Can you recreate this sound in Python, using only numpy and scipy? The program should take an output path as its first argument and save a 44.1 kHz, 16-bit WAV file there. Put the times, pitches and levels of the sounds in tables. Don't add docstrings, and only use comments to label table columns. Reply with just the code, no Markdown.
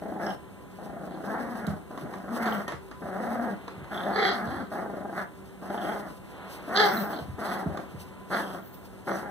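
import sys
import numpy as np
from scipy import signal
from scipy.fft import rfft, irfft, next_fast_len
from scipy.io import wavfile
from scipy.ndimage import uniform_filter1d

SR = 44100
rng = np.random.default_rng(int(sys.argv[2]) if len(sys.argv) > 2 else 0)


def wrap_up_sound(samples):
    columns = np.atleast_2d(samples).T
    tamed = np.clip(columns, -1, 1)
    steps = np.round(tamed * 32767).astype(np.int16)
    wavfile.write(sys.argv[1], SR, steps)


N = 410130
TIME = np.arange(N) / SR

# frequency in Hz, relative density in dB.
AIR_SPECTRUM = [(25, -65), (55, -2), (250, -4), (520, -9), (900, -22), (1600, -52), (2500, -85),
                (3500, -53), (6500, -37), (15500, -37.5)]
AIR_DB = -48
# frequency in Hz, width in Hz, level in dB.
HUM_BANDS = [(190.1, 9, -55), (385.5, 7.7, -58.5), (1008, 8.5, -59), (8730, 240, -73)]
ROOM_T60_S = 0.19

# start in seconds, peak in dB before filtering.
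THUDS = [(1.674, -22), (2.02, -33), (2.728, -35), (3.033, -37.5), (3.768, -36.5), (3.814, -36),
         (4.463, -30.5), (4.55, -36.5), (7.208, -33.5), (7.281, -29.5), (7.659, -18.5), (7.938, -32.5)]
# frequency in Hz, width in Hz, relative level in dB.
FLOOR_MODES = [(64, 8.8, -7.5), (86.5, 7.8, 5.5), (129, 25, 3), (162, 40, 3.5)]

# frequency in Hz, relative density in dB.
CARPET_SPECTRUM = [(130, -28), (200, -8), (750, -5), (1400, -9), (2400, -15), (4500, -26.5)]
# crest in seconds, rise in seconds, fall in seconds, level in dB.
DRAGS = [(3.7, 0.24, 0.52, -49), (6.45, 0.12, 0.41, -44.5), (7.8, 0.99, 0.5, -52)]
SHUFFLE_DB = -53

# frequency in Hz, relative density in dB.
CLOTH_SPECTRUM = [(1500, -30), (2600, 11), (3300, 4), (5400, 6.5), (6800, -2.5), (8300, 3.5), (14700, 2),
                  (16000, -5)]
# crest in seconds, rise in seconds, fall in seconds, level in dB.
SWISHES = [(1.97, 0.02, 0.03, -57), (6.52, 0.018, 0.045, -52), (6.9, 0.1, 0.22, -60),
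           (8.02, 0.013, 0.014, -50.5)]
RUSTLE_DB = -65.5
PULL_DB, TIRING_DB_PER_S = -14.5, 0.38
# crest in seconds, rise in seconds, fall in seconds, level in dB.
SLIPS = [(2.52, 0.073, 0.05, -52), (6.97, 0.098, 0.1, -44.5), (8.67, 0.067, 0.1, -57)]
FIZZ_HZ, FIZZ_WIDTH_HZ = 14600, 1900

# start in seconds, peak in dB.
TICKS = [(1.6673, -31), (2.6803, -28)]
# frequency in Hz, width in Hz, relative level in dB.
TICK_MODES = [(3260, 820, 13.5), (11700, 6500, 2)]
# start in seconds, peak in dB, decay by 60 dB in seconds.
JERKS = [(1.975, -28, 0.084), (2.137, -27.5, 0.062), (2.457, -22, 0.23), (2.679, -23, 0.18),
         (2.72, -23.5, 0.13), (2.912, -33.5, 0.071), (3.679, -28, 0.051), (3.843, -34, 0.03),
         (7.772, -25, 0.04)]
# frequency in Hz, width in Hz, relative level in dB.
JERK_MODES = [(323, 280, 14.5), (1180, 200, 18.5), (1800, 400, 9.5), (3580, 4100, -6.5)]
# crest in seconds, rise in seconds, fall in seconds,
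# frequency at the crest in Hz, glide in Hz per second, peak in dB.
SQUEAKS = [(2.686, 0.0094, 0.013, 1850, -2000, -35.5), (6.975, 0.0035, 0.0046, 4030, -45000, -34)]
SQUEAK_WAVER = 0.012

# start in seconds, length in seconds, first flaps per second,
# last flaps per second, throat level in dB, mouth level in dB.
GROWLS = [(0.019, 0.29, 29.6, 26.8, -38.5, -51), (0.785, 0.98, 27.3, 34, -43.5, -53),
          (1.903, 0.73, 27.6, 23.8, -46, -51), (3.016, 0.5, 29.4, 21.7, -41, -47),
          (3.91, 0.71, 32.9, 31, -39, -40), (4.713, 0.49, 28.3, 24.2, -41, -49.5),
          (5.622, 0.47, 26.2, 28.2, -44.5, -47), (6.68, 0.53, 34.5, 32.5, -38.5, -46.5),
          (7.381, 0.43, 31, 22.7, -41, -50), (8.301, .28, 33, 24.3, -42, -44),
          (9.066, .24, 22, 33, -41.5, -44)]
ATTACK_S, RELEASE_S = 0.02, 0.1
# crest in seconds,
# rise in seconds, fall in seconds, throat level in dB, mouth level in dB.
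HEAVES = [(.225, 0.02, 0.12, -35.5, -39), (1.33, 0.061, 0.098, -36.5, -39), (1.67, 0.2, 0.058, -48, -43),
          (2.471, 0.1, 0.097, -36, -35.5), (2.465, 0.0071, 0.017, -31.5, -32),
          (3.28, 0.13, 0.32, -35.5, -41), (4.07, 0.017, 0.048, -31, -47), (4.205, 0.05, 0.12, -40.5, -33.5),
          (4.77, 0.071, 0.072, -38.5, -41.5), (5.2, 0.033, 0.063, -36.5, -32.5),
          (5.71, 0.016, 0.054, -34.5, -44), (5.87, 0.064, 0.088, -33.5, -37.5),
          (6.81, 0.057, 0.15, -34, -29), (7.121, 0.014, 0.017, -38, -37.5), (7.45, .04, 0.13, -38, -37),
          (8.335, 0.017, 0.063, -32.5, -30), (9.1, 0.02, 0.05, -33.5, -35.5)]
TREMBLE_DB, TREMBLE_PER_S = 1.1, 18
FLAP_JITTER_S, FLAP_SPREAD_DB, FLAP_CLOSE_S = 0.0022, 3, 0.012

# start in seconds, rise in seconds,
# fall in seconds, top pitch in Hz, share of pitch lost at the ends, level in dB.
NOTES = [(1.25, 0.12, .37, 242.1, .2, -38.5), (2.018, .006, 0.034, 471, 0.55, -38.5),
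         (2.28, 0.13, 0.18, 232, 0.15, -35), (3.17, 0.2, .17, 234.2, .11, -37.5),
         (4.31, 0.0084, .05, 289.7, 0.29, -45), (4.41, 0.079, .035, 235.4, 0.21, -38),
         (4.515, 0.02, 0.03, 335, 0.15, -43), (4.597, .012, .03, 244, .15, -37.5),
         (6.905, 0.0492, .075, 214.8, .12, -35)]
FOLD_HZ, FOLD_JITTER = 198.0, 0.13
NOTE_FADE_S, NOTE_JITTER, NOTE_FLICKER_DB = 0.02, 0.08, 4
NOTE_HARMONICS_DB = (0, -14, -14)

# crest in seconds, rise in seconds,
# fall in seconds, frequency in Hz, level in dB.
WHEEZES = [(.3, .025, .025, 3060, -48.5), (.27, 0.031, .04, 5400, -51.5), (2.52, 0.038, 0.046, 3130, -51),
           (3.97, 0.032, 0.086, 3370, -47.5), (4.141, .005, 0.037, 4400, -44),
           (5.811, 0.065, 0.097, 3160, -51), (6.875, 0.03, .035, 5630, -47.5),
           (8.39, 0.041, .11, 3250, -51.5), (9.135, 0.027, .04, 5900, -56.5)]
WHEEZE_WIDTH_HZ = 480

# crest in seconds, rise in seconds, fall in seconds,
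# top pitch in Hz, pitch jitter as a share, level in dB.
SNARLS = [(4.205, .036, .08, 410, .1, -24.5), (6.818, .045, 0.045, 429.4, 0.03027, -20)]
# frequency in Hz, width in Hz, relative level in dB.
SNARL_TRACT = [(442, 90, 3.5), (789, 36, 11), (1310, 130, -1), (1760, 242, 4), (2070, 270, 1)]
SNARL_SAG, SNARL_BREATH = 0.15, 0.45
SNARL_FLUTTER = 1.7

# frequency in Hz, width in Hz, relative level in dB.
CHEST = [(181, 187, 0)]
# frequency in Hz, width in Hz, relative level in dB.
THROAT = [(323.5, 32.5, -2), (544, 43, -2), (688.5, 103, 1), (832, 118, -0.5)]
# frequency in Hz, width in Hz, relative level in dB.
MOUTH = [(990, 390, -1), (1400, 397, 2), (1684, 70, 4.5), (1855, 360, -5.5)]
# frequency in Hz, width in Hz, relative level in dB.
TEETH = [(3290, 180, 5.1), (3480, 94, 6.7), (4305, 720, 5)]
# crest in seconds, rise in seconds, fall in seconds, level in dB.
RASPS = [(1.15, 0.043, 0.0099, -61), (4.265, 0.06, 0.047, -34), (4.5, .03, 0.11, -56),
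         (6.766, 0.0061, 0.053, -26), (7.16, 0.028, 0.03, -49), (7.5, .05, 0.053, -53.5)]
ORDINARY_DB = -37
CHEST_DB, CHEST_FOLLOWS = -42, 0.64
TEETH_DB, TEETH_FOLLOWS = -66, 3.1
BREATH_SHARE, SLAP_SHARE, CHEST_SLAP_SHARE = 0.45, 0.17, 0.4
JAW_LIFT_PER_DB, JAW_RANGE_DB = 0.005, 12
JAW_WANDER, JAW_WANDER_PER_S = 0.042, 14
COLOUR_DB, COLOUR_PER_S = 2.8, 33

PORT_HZ, PORT_LAG_S = 1155, 0.000397
CUTOFF_HZ = 15500


def from_db(db):
    return np.exp(np.asarray(db) * (np.log(10) / 20))


def to_db(gain):
    return 20 * np.log10(gain + 1e-9)


def rms_one(x):
    return x / np.sqrt(np.mean(x ** 2) + 1e-20)


def cut(x, hz, kind, order=2):
    sos = signal.butter(order, np.minimum(hz, SR / 2 - 100), kind, fs=SR, output="sos")
    return signal.sosfilt(sos, x)


def drift(rate):
    return np.interp(TIME * rate, np.arange(4000), rng.standard_normal(4000))


def resonate(x, hz, width):
    r = np.exp(-np.pi * width / SR)
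    feedback = [1, -2 * r * np.cos(2 * np.pi * hz / SR), r * r]
    return signal.lfilter(np.array([1, 0, -1]) * (1 - r * r) / 2, feedback, x + 1e-18)


def resonate_twice(x, hz, width):
    return rms_one(resonate(resonate(x, hz, width), hz, width))


def body(x, modes):
    return sum((-1) ** k * from_db(db) * resonate(x, hz, width) for k, (hz, width, db) in enumerate(modes))


def steady(x):
    power = uniform_filter1d(uniform_filter1d(x * x, size=1700), size=1700)
    return x / np.sqrt(np.maximum(power, 0) + 1e-6 * np.mean(x * x))


def coloured(x, spectrum):
    hz, db = np.transpose(spectrum)
    bins = np.maximum(np.arange(N // 2 + 1) * SR / N, 1)
    shape_db = np.interp(np.log(bins), np.log(hz), db, left=-120, right=-120)
    return rms_one(irfft(rfft(x) * from_db(shape_db), N))


def stereo_noise(side_db):
    mid, side = rng.standard_normal((2, N))
    return mid + from_db(side_db) * side * [[1], [-1]]


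def from_crest(crest, rise, fall):
    return (TIME - crest) / np.where(TIME < crest, max(rise, 1e-3), max(fall, 1e-3))


def swell(crest, rise, fall):
    return np.exp(-0.5 * np.minimum(from_crest(crest, rise, fall) ** 2, 100))


def swells(rows):
    return np.sqrt(sum((from_db(db) * swell(crest, rise, fall)) ** 2 for crest, rise, fall, db in rows))


def held(start, length, attack, release):
    fade_in = np.clip((TIME - start) / attack, 0, 1)
    return fade_in * np.clip(1 - (TIME - start - length) / release, 0, 1) ** 2


def blows(rows, modes):
    out, age = np.zeros(N + SR), np.arange(SR // 2) / SR
    for start, db, t60 in rows:
        burst = rng.standard_normal(len(age)) * from_db(-60 * age / max(t60, 0.002))
        hit = body(burst, modes)
        at = max(int(start * SR), 0)
        out[at:at + len(age)] += from_db(db) * hit / np.abs(hit).max()
    return out[:N]


def background():
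    hum = sum(from_db(db) * resonate_twice(rng.standard_normal(N), hz, width) for hz, width, db in HUM_BANDS)
    return hum + from_db(AIR_DB) * coloured(stereo_noise(side_db=2.5), AIR_SPECTRUM)


def room(x, count=10):
    size = next_fast_len(N + SR // 2)
    sides = []
    for lags in rng.uniform(0.006, 0.034, (2, count)):
        echoes = np.zeros(SR // 2)
        for k, lag in enumerate(lags):
            at = np.arange(lag, 0.5, lag)
            echoes[(at * (SR - 1)).astype(int)] += (-1) ** k * from_db(-60 * at / ROOM_T60_S)
        for lag in (53, 131, 211):
            taps = np.r_[0.6, np.zeros(lag), 1]
            echoes = signal.lfilter(taps, taps[::-1], echoes)
        response = rfft(echoes / np.linalg.norm(echoes), size)
        sides.append(irfft(rfft(x, size) * response, size)[:N])
    return cut(np.array(sides), 15000, "low", order=1)


def placed(x, bass_pan_db, treble_pan_db):
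    bass, sides = cut(x, 700, "low", order=1), np.array([[0.5], [-0.5]])
    return bass * from_db(bass_pan_db * sides) + (x - bass) * from_db(treble_pan_db * sides)


def floor_thuds():
    thuds = blows([(start, db, 0.06) for start, db in THUDS], FLOOR_MODES)
    return cut(cut(thuds, 390, "low"), 41, "high")


def rubbing(mouth_gain):
    pull_db = np.minimum(to_db(mouth_gain), -33.5) + PULL_DB - TIRING_DB_PER_S * TIME
    pull = uniform_filter1d(from_db(pull_db), size=1500)
    grains = stereo_noise(side_db=-17.5) * from_db(2.3 * drift(700) + 3.7 * drift(35))
    cloth = (from_db(RUSTLE_DB) + swells(SWISHES) + pull) * coloured(grains, CLOTH_SPECTRUM)
    fizz = swells(SLIPS) * resonate_twice(grains, FIZZ_HZ, FIZZ_WIDTH_HZ)
    carpet = coloured(stereo_noise(side_db=-18), CARPET_SPECTRUM)
    return cloth + fizz + np.hypot(from_db(SHUFFLE_DB), swells(DRAGS)) * carpet


def ticks():
    return blows([(start, db, 0.03) for start, db in TICKS], TICK_MODES)


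def blanket_jerks():
    return blows(JERKS, JERK_MODES)


def squeaks():
    out, waver = 0, 1 + SQUEAK_WAVER * drift(200)
    for crest, rise, fall, hz, glide, db in SQUEAKS:
        pitch = (hz + glide * (TIME - crest)) * waver
        tone = np.sin(2 * np.pi * np.cumsum(pitch) / SR)
        out = out + from_db(db) * swell(crest, rise, fall) * tone
    return out


def effort():
    gate, throat, mouth = np.zeros((3, N))
    for start, length, _, _, throat_db, mouth_db in GROWLS:
        on = held(start - ATTACK_S / 2, length, ATTACK_S, RELEASE_S)
        gate = gate + on
        throat = throat + on * from_db(throat_db)
        mouth = mouth + on * from_db(mouth_db)
    for crest, rise, fall, throat_db, mouth_db in HEAVES:
        heave = gate * swell(crest, rise, fall)
        throat = np.hypot(throat, heave * from_db(throat_db))
        mouth = np.hypot(mouth, heave * from_db(mouth_db))
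    tremble = from_db(TREMBLE_DB * drift(TREMBLE_PER_S))
    return throat * tremble, mouth * tremble


def flaps(mouth_db):
    slaps = np.zeros(N)
    for start, length, first_per_s, last_per_s, _, _ in GROWLS:
        age = TIME[:int((length + RELEASE_S) * SR)]
        count = np.cumsum(np.interp(age, [0, length], [first_per_s, last_per_s])) / SR
        times = start + np.interp(np.arange(count[-1]), count, age)
        chance = rng.standard_normal((64, 2))[:len(times)]
        times = times + FLAP_JITTER_S * chance[:, 0]
        slaps[np.clip((times * SR).astype(int), 0, N - 1)] = from_db(FLAP_SPREAD_DB * chance[:, 1])
    puffs = signal.lfilter([1], [1, -np.exp(-1 / (FLAP_CLOSE_S * SR))], slaps + 1e-18)
    leak = np.interp(mouth_db, [-49.5, -39.5, -29.5], [0.27, 0.6, 0.7])
    flow = cut(leak + (1 - leak) * puffs, 250, "low")
    return slaps * (1 - leak) ** 2, flow


def folds():
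    gain, pitch = np.zeros(N), np.full(N, FOLD_HZ)
    for start, rise, fall, top_hz, sag, db in NOTES:
        on = held(start, rise + fall, NOTE_FADE_S, NOTE_FADE_S)
        arch = top_hz * (1 - sag * np.minimum(from_crest(start + rise, rise, fall) ** 2, 1))
        gain = gain + on * from_db(db)
        pitch = pitch + np.sqrt(on) * (arch - pitch)
    return gain, pitch


def rough_pulses(hz, jitter, spread_db):
    turns = np.cumsum(hz * (1 + jitter * drift(150))) / SR
    clicks = np.diff(np.floor(turns), prepend=0)
    return clicks * from_db(spread_db * drift(300)), turns


def tract(x, modes, stretch):
    out, clock = 0, np.cumsum(stretch) / SR
    for k, (hz, width, db) in enumerate(modes):
        turn, r = np.exp(2j * np.pi * hz * clock), np.exp(-np.pi * width / SR)
        gain = (-1) ** k * from_db(db + COLOUR_DB * drift(COLOUR_PER_S))
        ringing = turn * signal.lfilter([1 - r], [1, -r], x * turn.conj())
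        out = out + gain * np.real(ringing)
    return out


def wheezes(flow):
    air = steady(flow ** 4 * rng.standard_normal(N))
    return sum(from_db(db) * swell(crest, rise, fall) * resonate_twice(air, hz, WHEEZE_WIDTH_HZ)
               for crest, rise, fall, hz, db in WHEEZES)


def low_note(pitch, flow):
    _, turns = rough_pulses(pitch * (1 + 0.035 * drift(30)), jitter=NOTE_JITTER, spread_db=0)
    tone = sum(from_db(db) * np.sin(2 * np.pi * k * turns) for k, db in enumerate(NOTE_HARMONICS_DB, 1))
    return steady(tone * np.sqrt(np.abs(flow)) * from_db(NOTE_FLICKER_DB * drift(70)))


def snarl(flow, wander):
    crests, _, _, tops, jitters, _ = np.transpose(SNARLS)
    gain = swells([(crest, rise, fall, db) for crest, rise, fall, _, _, db in SNARLS])
    height = sum(swell(crest, rise, fall) for crest, rise, fall, *_ in SNARLS)
    strain = 1 - SNARL_SAG * (1 - height)
    pitch = np.interp(TIME, crests, tops) * strain
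    cry, _ = rough_pulses(pitch, jitter=np.interp(TIME, crests, jitters), spread_db=2.5)
    hoarse = rms_one(cry) + SNARL_BREATH * rng.standard_normal(N)
    drive = hoarse * np.abs(flow) ** SNARL_FLUTTER
    voice = tract(drive, SNARL_TRACT, np.sqrt(strain) * wander)
    return gain * steady(cut(cut(voice, 2230, "low", order=14), 280, "high"))


def growl(throat_gain, mouth_gain):
    slaps, flow = flaps(to_db(mouth_gain))
    note_gain, pitch = folds()
    buzz, _ = rough_pulses(pitch, jitter=FOLD_JITTER, spread_db=2.5)
    ragged = rms_one(buzz) + BREATH_SHARE * rng.standard_normal(N)
    drive = flow * ragged + SLAP_SHARE * cut(rms_one(slaps), 800, "low")
    chest_drive = drive + CHEST_SLAP_SHARE * rms_one(slaps)

    opening_db = to_db(mouth_gain) - ORDINARY_DB
    wander = 1 + JAW_WANDER * drift(JAW_WANDER_PER_S)
    stretch = wander + JAW_LIFT_PER_DB * np.clip(opening_db, -JAW_RANGE_DB, JAW_RANGE_DB)

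    chest = tract(chest_drive, CHEST, pitch / FOLD_HZ)
    chest = steady(cut(cut(chest, 164, "high", order=4), 350, "low"))
    throat = tract(drive, THROAT, stretch)
    throat = steady(cut(cut(throat, 820, "low", order=4), 140, "high"))
    mouth = tract(drive, MOUTH, stretch)
    mouth = steady(cut(cut(mouth, 2135, "low", order=10), 770, "high"))
    teeth = tract(drive * flow, TEETH, np.sqrt(stretch))
    teeth = steady(cut(cut(teeth, 3100, "high", order=8), 3530, "low", order=3))

    chest_gain = from_db(CHEST_DB + CHEST_FOLLOWS * (to_db(throat_gain) - ORDINARY_DB))
    teeth_gain = from_db(TEETH_DB + TEETH_FOLLOWS * opening_db) + swells(RASPS)
    voice = chest_gain * chest + throat_gain * throat + mouth_gain * mouth + teeth_gain * teeth
    return voice + snarl(flow, wander) + note_gain * low_note(pitch, flow) + wheezes(flow)


def scene():
    throat_gain, mouth_gain = effort()
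    thuds = floor_thuds()
    near = growl(throat_gain, mouth_gain) + blanket_jerks() + ticks() + squeaks()
    direct = placed(near, bass_pan_db=5.5, treble_pan_db=-3.5) + thuds * from_db([[-1.5], [1.5]])
    reverb = from_db(-5.5) * room(near + thuds)
    return direct + reverb + rubbing(mouth_gain) + background()


def record(dry):
    hz = np.fft.rfftfreq(N, 1 / SR)
    lag = np.exp(-2j * np.pi * PORT_LAG_S * np.maximum(hz - PORT_HZ, 0))
    right = irfft(rfft(dry[1]) * lag, N)
    top_cut = signal.ellip(10, 0.2, 80, CUTOFF_HZ, fs=SR, output="sos")
    return signal.sosfilt(top_cut, [dry[0], right])


dry = scene()
out = record(dry)
wrap_up_sound(out)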